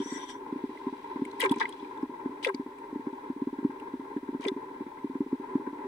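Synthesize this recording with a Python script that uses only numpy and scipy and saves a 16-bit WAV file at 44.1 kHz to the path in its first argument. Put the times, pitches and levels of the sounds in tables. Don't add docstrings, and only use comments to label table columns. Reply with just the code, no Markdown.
import sys
import numpy as np
from scipy import signal
from scipy.fft import rfft, irfft, next_fast_len
from scipy.io import wavfile
from scipy.ndimage import uniform_filter1d

SR = 44100
rng = np.random.default_rng(int(sys.argv[2]) if len(sys.argv) > 2 else 0)


def to_wav(s):
    ch = np.atleast_2d(s).T
    pcm = np.round(np.clip(ch, -1, 1) * 32767)
    wavfile.write(sys.argv[1], SR, pcm.astype(np.int16))


N = 258865
SHOT = 4096

# t/s, peak level/dB
EXHAUST_POPS = [(0.0001, -20.5), (0.058, -28), (0.121, -23), (0.159, -30), (0.524, -21), (0.558, -24.5),
                (0.638, -20), (0.692, -30), (0.867, -20.5), (0.925, -27), (1.158, -24), (1.193, -28.5),
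                (1.218, -17.5), (1.26, -30.5), (1.51, -14), (1.56, -27.5), (1.573, -25), (1.827, -30),
                (2.029, -21), (2.094, -30.5), (2.257, -20), (2.293, -30), (2.544, -24), (2.596, -23),
                (2.661, -29), (2.927, -26.5), (2.957, -22.5), (2.994, -28), (3.068, -20.5), (3.128, -29.5),
                (3.299, -20.5), (3.362, -28.5), (3.418, -18.5), (3.47, -19.5), (3.528, -26), (3.586, -24),
                (3.628, -26), (3.647, -12.5), (3.695, -27.5), (3.937, -23), (3.995, -28), (4.163, -20.5),
                (4.229, -29.5), (4.288, -22.5), (4.329, -29.5), (4.346, -21.5), (4.396, -29), (4.459, -22),
                (4.516, -22.5), (4.563, -25.5), (4.806, -23), (4.864, -28), (5.043, -21), (5.097, -27),
                (5.153, -22), (5.204, -16.5), (5.262, -28), (5.327, -16.5), (5.397, -28.5), (5.5523, -14),
                (5.597, -30), (5.672, -22.5), (5.728, -29)]
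# t/s, length/s, bubble ceiling/dB, spray ceiling/dB, air pocket peak/dB, air pocket f/Hz
WAVELET_SLAPS = [(1.396, 0.072, -26, -35, -22.5, 458.4), (1.597, 0.048, -31.5, -56, -41, 450),
                 (2.426, .075, -31, -42.5, -21, 475), (4.406, .093, -41, -50, -25, 434)]


def exhaust():
    out, t = np.zeros((2, N)), np.arange(SHOT) / SR
    path = housing(SHOT, order=1) * resonance(SHOT, hz=281.6, width_hz=87.0)
    for s, db in EXHAUST_POPS:
        jitter, split = rng.standard_normal(2)
        push_s = np.clip(0.00089 + .00002 * (db + 11) + .00005 * jitter, .0002, .003)
        x = t / push_s - 2.5
        push = x * np.exp(-.5 * x ** 2)
        push += 0.16 * split * np.roll(push, int(0.01175 * SR))
        place(out, s, stereo(rfft(push), 0, path, alike=0.076), db)
    return out


def splashes():
    # t/s, peak level/dB, f/Hz, tick peak level/dB
    drops = [(0.772, -42.5, 2060, -67), (1.112, -36, 995, -75), (1.2502, -38, 2180, -44.5),
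             (1.312, -50, 4140, -57), (1.382, -37, 940, -60), (1.4004, -26.5, 1976, -28),
             (1.407, -24, 3210, -44), (1.4147, -24, 3110, -46), (1.426, -24.5, 1060, -51),
             (1.4484, -21.5, 1123, -37), (1.493, -32, 3400, -50), (1.5115, -39, 2650, -38.5),
             (1.5165, -33, 3320, -42), (1.518, -21.5, 930, -40), (1.5394, -42, 2470, -59),
             (1.558, -47, 2220, -49), (1.5828, -60, 3900, -48), (1.599, -40, 3370, -64),
             (1.603, -23, 1130, -63), (1.6121, -19.5, 1740, -53), (1.6526, -23.5, 2090, -72),
             (1.6905, -44, 3180, -42.5), (1.724, -43, 3290, -59), (1.797, -49, 3380, -75),
             (1.845, -47.5, 2400, -74), (1.974, -54, 3500, -66), (2.0248, -59, 5300, -66),
             (2.4462, -17, 2550, -40), (2.47, -32, 3630, -62), (2.494, -23.5, 1090, -59),
             (2.54, -45, 2210, -60), (2.545, -35.5, 4590, -68), (2.7836, -52, 2400, -59),
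             (3.7968, -47, 2710, -61), (4.1685, -45.5, 1710, -64), (4.4392, -40, 3170, -47),
             (4.445, -32.5, 674, -65), (4.451, -30.5, 2420, -67), (4.4658, -40, 1950, -44),
             (4.475, -37, 3460, -65), (4.4815, -34.5, 2036, -60), (4.482, -24, 3510, -49),
             (4.9846, -48, 2090, -73), (5.664, -47, 1530, -72)]
    out = np.zeros((2, N))
    path = housing(SHOT) + undb([[-11.], [-14.]])
    for bubbles, tonal in (drops, 0.57), (slap_bubbles(), 0.16):
        for s, db, hz, tick_db in bubbles:
            decay_ms = 3.26 * (2000 / hz) ** 0.15
            bubble = bubble_burst(decay_ms, hz, width_ratio=0.5, tonal=tonal, glide=.025)
            place(out, s, stereo(*bubble, path), db)
            tick = bubble_burst(decay_ms=3.4, hz=8250 * rng.uniform(0.73, 1.265), width_ratio=0.35)
            place(out, s, stereo(*tick, path), tick_db)
    pocket_path = path + undb([[-5.], [-22.]])
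    for s, length_s, _, _, pocket_db, hz in WAVELET_SLAPS:
        pocket = bubble_burst(decay_ms=12, hz=hz, width_ratio=0.45, tonal=0.8, glide=-0.205)
        place(out, s + length_s - .04, stereo(*pocket, pocket_path), pocket_db)
    return out


def slap_bubbles():
    count, start_hz, end_hz, spread_octaves = 26, 3165, 1150, .65
    scatter_db, soft_start_db, spray_fade_db = 5.5, 3.5, 14.5
    rows = []
    for s, length_s, db, spray_db, *_ in WAVELET_SLAPS:
        for k, (late, pitch, strength) in enumerate(rng.uniform(-1, 1, (count, 3))):
            progress = (k + .5 + .5 * late) / count
            hz = start_hz * (end_hz / start_hz) ** progress * 2 ** (spread_octaves * pitch)
            trim_db = scatter_db * (strength - 1) - soft_start_db * np.exp(-progress / 0.088)
            tick_db = spray_db + trim_db - spray_fade_db * progress
            rows.append((s + progress * length_s, db + trim_db, hz, tick_db))
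    return rows


def bubble_burst(decay_ms, hz, width_ratio, tonal=0., glide=0.):
    age = np.arange(SHOT) / SR / (decay_ms / 1000)
    envelope = (1 - np.exp(-age / .3)) ** 2 * np.exp(-age)
    pitch_hz = hz * (1 + glide * np.tanh(age - 1))
    tone = np.sin(2 * np.pi * np.cumsum(pitch_hz) / SR + rng.uniform(0, 2 * np.pi))
    width_hz = width_ratio * hz
    spray = rng.standard_normal((2, SHOT)) * np.sqrt(SR / (8 * width_hz))
    spray[0] = tonal * tone + (1 - tonal) * spray[0]
    return rfft(spray * envelope) * resonance(SHOT, hz, width_hz) * resonance(SHOT, hz, 2 * width_hz) ** 2


def engine_rumble(walls, size):
    # t/s, level/dB
    rumble_levels = [(0.0, -42), (0.75, -44), (1.54, -40), (1.72, -45), (2.34, -42.5), (2.48, -45.5),
                     (2.78, -43.5), (3.48, -44), (3.73, -42.5), (4.22, -44), (5.25, -44), (5.69, -42.5)]
    firing_hz, first_firing_s, wander_db = 17.3, -0.0028, 1.7
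    phase = ((np.arange(N) / SR - first_firing_s) * firing_hz) % 1
    throb = 0.49 + 4.278 * phase * np.exp(1 - phase / 0.096)
    throb *= undb(wander_db * wander(rate_hz=20))
    noise = rfft(rng.standard_normal((2, N)) * throb * rumble_duck(), size)
    dark = resonance(size, hz=464.0, width_hz=943.0) ** 2
    return unit_rms(stereo(*(noise * dark), walls)[:, :N]) * fader(rumble_levels)


def rumble_duck():
    loud_db, duck_db, delay_s, longest_s = -23.5, -10.5, 0.0327, .04
    db = np.zeros(N)
    for (s, pop_db), (next_s, _) in zip(EXHAUST_POPS, EXHAUST_POPS[1:]):
        if pop_db > loud_db and next_s - s < delay_s + longest_s:
            db[int((s + delay_s) * SR):int(next_s * SR)] = duck_db
    return undb(uniform_filter1d(db, size=220))


def foam():
    # t/s, level/dB
    foam_levels = [(0.0, -53.5), (0.142, -46.5), (0.278, -54.5), (0.298, -44), (0.328, -56.5),
                   (0.385, -66.5), (0.41, -90)]
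    # f/Hz, width before broadening/Hz, relative level/dB
    port_modes = [(1620, 79, -0.5), (1970, 70, 3), (2280, 130, -8.5), (3310, 270, -3.5), (3626, 39, -1.5),
                  (4500, 74, -11), (5300, 58, -7), (5863, 110, 2), (7620, 450, -11), (9200, 220, -23)]
    n = SR // 2
    hiss = rfft(rng.standard_normal((2, n))) * resonance(n, hz=4470.0, width_hz=11500.0) ** 2
    out = unit_rms(stereo(*hiss, housing(n))) * undb(-21.0)
    for hz, width_hz, db in port_modes:
        crackle = rng.standard_normal((2, n)) * undb(4.1 * wander(rate_hz=41.4)[:n])
        mid, side = irfft(rfft(crackle) * resonance(n, hz, 1.7 * width_hz) ** 2, n)
        out += undb(db) * np.array([mid + 1.6 * side, mid - 0.6 * side])
    return np.pad(unit_rms(out), ((0, 0), (0, N - n))) * fader(foam_levels)


def fizz(walls, size):
    # t/s, level/dB
    fizz_levels = [(0.4, -69.5), (0.72, -64), (1.35, -64), (1.6, -56.5), (1.7, -61), (2.11, -70),
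                   (5.87, -70.5)]
    noise = rng.standard_normal((2, N))
    grain = undb(uniform_filter1d(17.0 * rng.standard_normal(N), size=200))
    bright = rfft(noise * grain, size) * resonance(size, hz=3270.0, width_hz=2560.0) ** 2
    gate = np.arange(N) > fizz_levels[0][0] * SR
    return unit_rms(stereo(*bright, walls, alike=0.17)[:, :N]) * fader(fizz_levels) * gate


def water_wash(walls, size):
    noise = rng.standard_normal((2, N)) * undb(0.28 * wander(rate_hz=1.4))
    wash = rfft(noise, size) * resonance(size, hz=1460.0, width_hz=2000.0)
    return unit_rms(stereo(*wash, walls, alike=0.18)[:, :N]) * undb(-60.5)


def pressure_flutter(size):
    noise = rfft(rng.standard_normal((2, N)), size)
    mid, side = irfft(noise * resonance(size, hz=66.3, width_hz=990.0) ** 2)[:, :N]
    return undb(-50.) * np.array([mid + .2 * side, mid - .2 * side])


def housing(size, order=2):
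    # f/Hz, width/Hz (raised to at least 9% of f), mid level/dB, side level/dB
    wall_modes = [(145, 136, -4.5, -57.5), (280.4, 84, 7, -59.5), (383.6, 45.8, 8.5, -26),
                  (529.4, 38.5, -9, -21.5), (712, 490, -12, -12.5), (897, 121, -1.5, 5),
                  (934, 105, 5.5, -10), (995, 76.6, 6.5, -26), (1237, 344, -9, -19), (1586, 53, -5.5, 1.5),
                  (1990, 364, -4.5, -60), (2290, 133, -14, -5), (2975, 100, -21, -13.5),
                  (3428, 100, -15, -16.5), (3880, 83, -15, -16), (4920, 300, -18, -18),
                  (5820, 370, -17, -18.5), (7760, 370, -19, -18), (8440, 370, -15.5, -28),
                  (9070, 1800, -16.5, -11.5), (12100, 1330, -29, -33)]
    modes = [resonance(size, hz, max(width_hz, .09 * hz)) ** order for hz, width_hz, _, _ in wall_modes]
    return undb(np.array(wall_modes)[:, 2:].T) @ np.array(modes)


def stereo(near, stray, walls, alike=.7):
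    mid = irfft(walls[0] * near)
    side = irfft(walls[1] * (alike * near + np.sqrt(1 - alike ** 2) * stray))
    return np.array([mid + side, mid - side])


def resonance(size, hz, width_hz):
    f = np.fft.rfftfreq(size, 1 / SR)
    return 1j * f * width_hz / (hz ** 2 - f ** 2 + 1j * f * width_hz)


def wander(rate_hz):
    hold = int(SR / rate_hz)
    steps = np.repeat(rng.standard_normal(N // hold + 1), hold)
    return 1.3 * uniform_filter1d(uniform_filter1d(steps, hold), hold)[:N]


def place(out, s, sound, peak_db):
    start = int(s * SR)
    n = min(sound.shape[1], N - start)
    out[:, start:start + n] += sound[:, :n] * undb(peak_db) / np.abs(sound.mean(0)).max()


def fader(points):
    return undb(np.interp(np.arange(N) / SR, *np.transpose(points)))


def unit_rms(x):
    return x / np.sqrt(np.mean(x.mean(0) ** 2))


def undb(db):
    return 10 ** (np.asarray(db) / 20)


def scene():
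    size = next_fast_len(N + SHOT, real=True) // 2 * 2
    walls = housing(size)
    mic_hiss = undb(-72) * rng.standard_normal((2, N))
    flutter = pressure_flutter(size)
    water = splashes() + water_wash(walls, size) + fizz(walls, size) + foam()
    return exhaust() + engine_rumble(walls, size) + water + flutter + mic_hiss


def record(dry):
    return signal.sosfilt(signal.ellip(10, .2, 70, 15800, fs=SR, output="sos"), dry)


dry = scene()
out = record(dry)
to_wav(out)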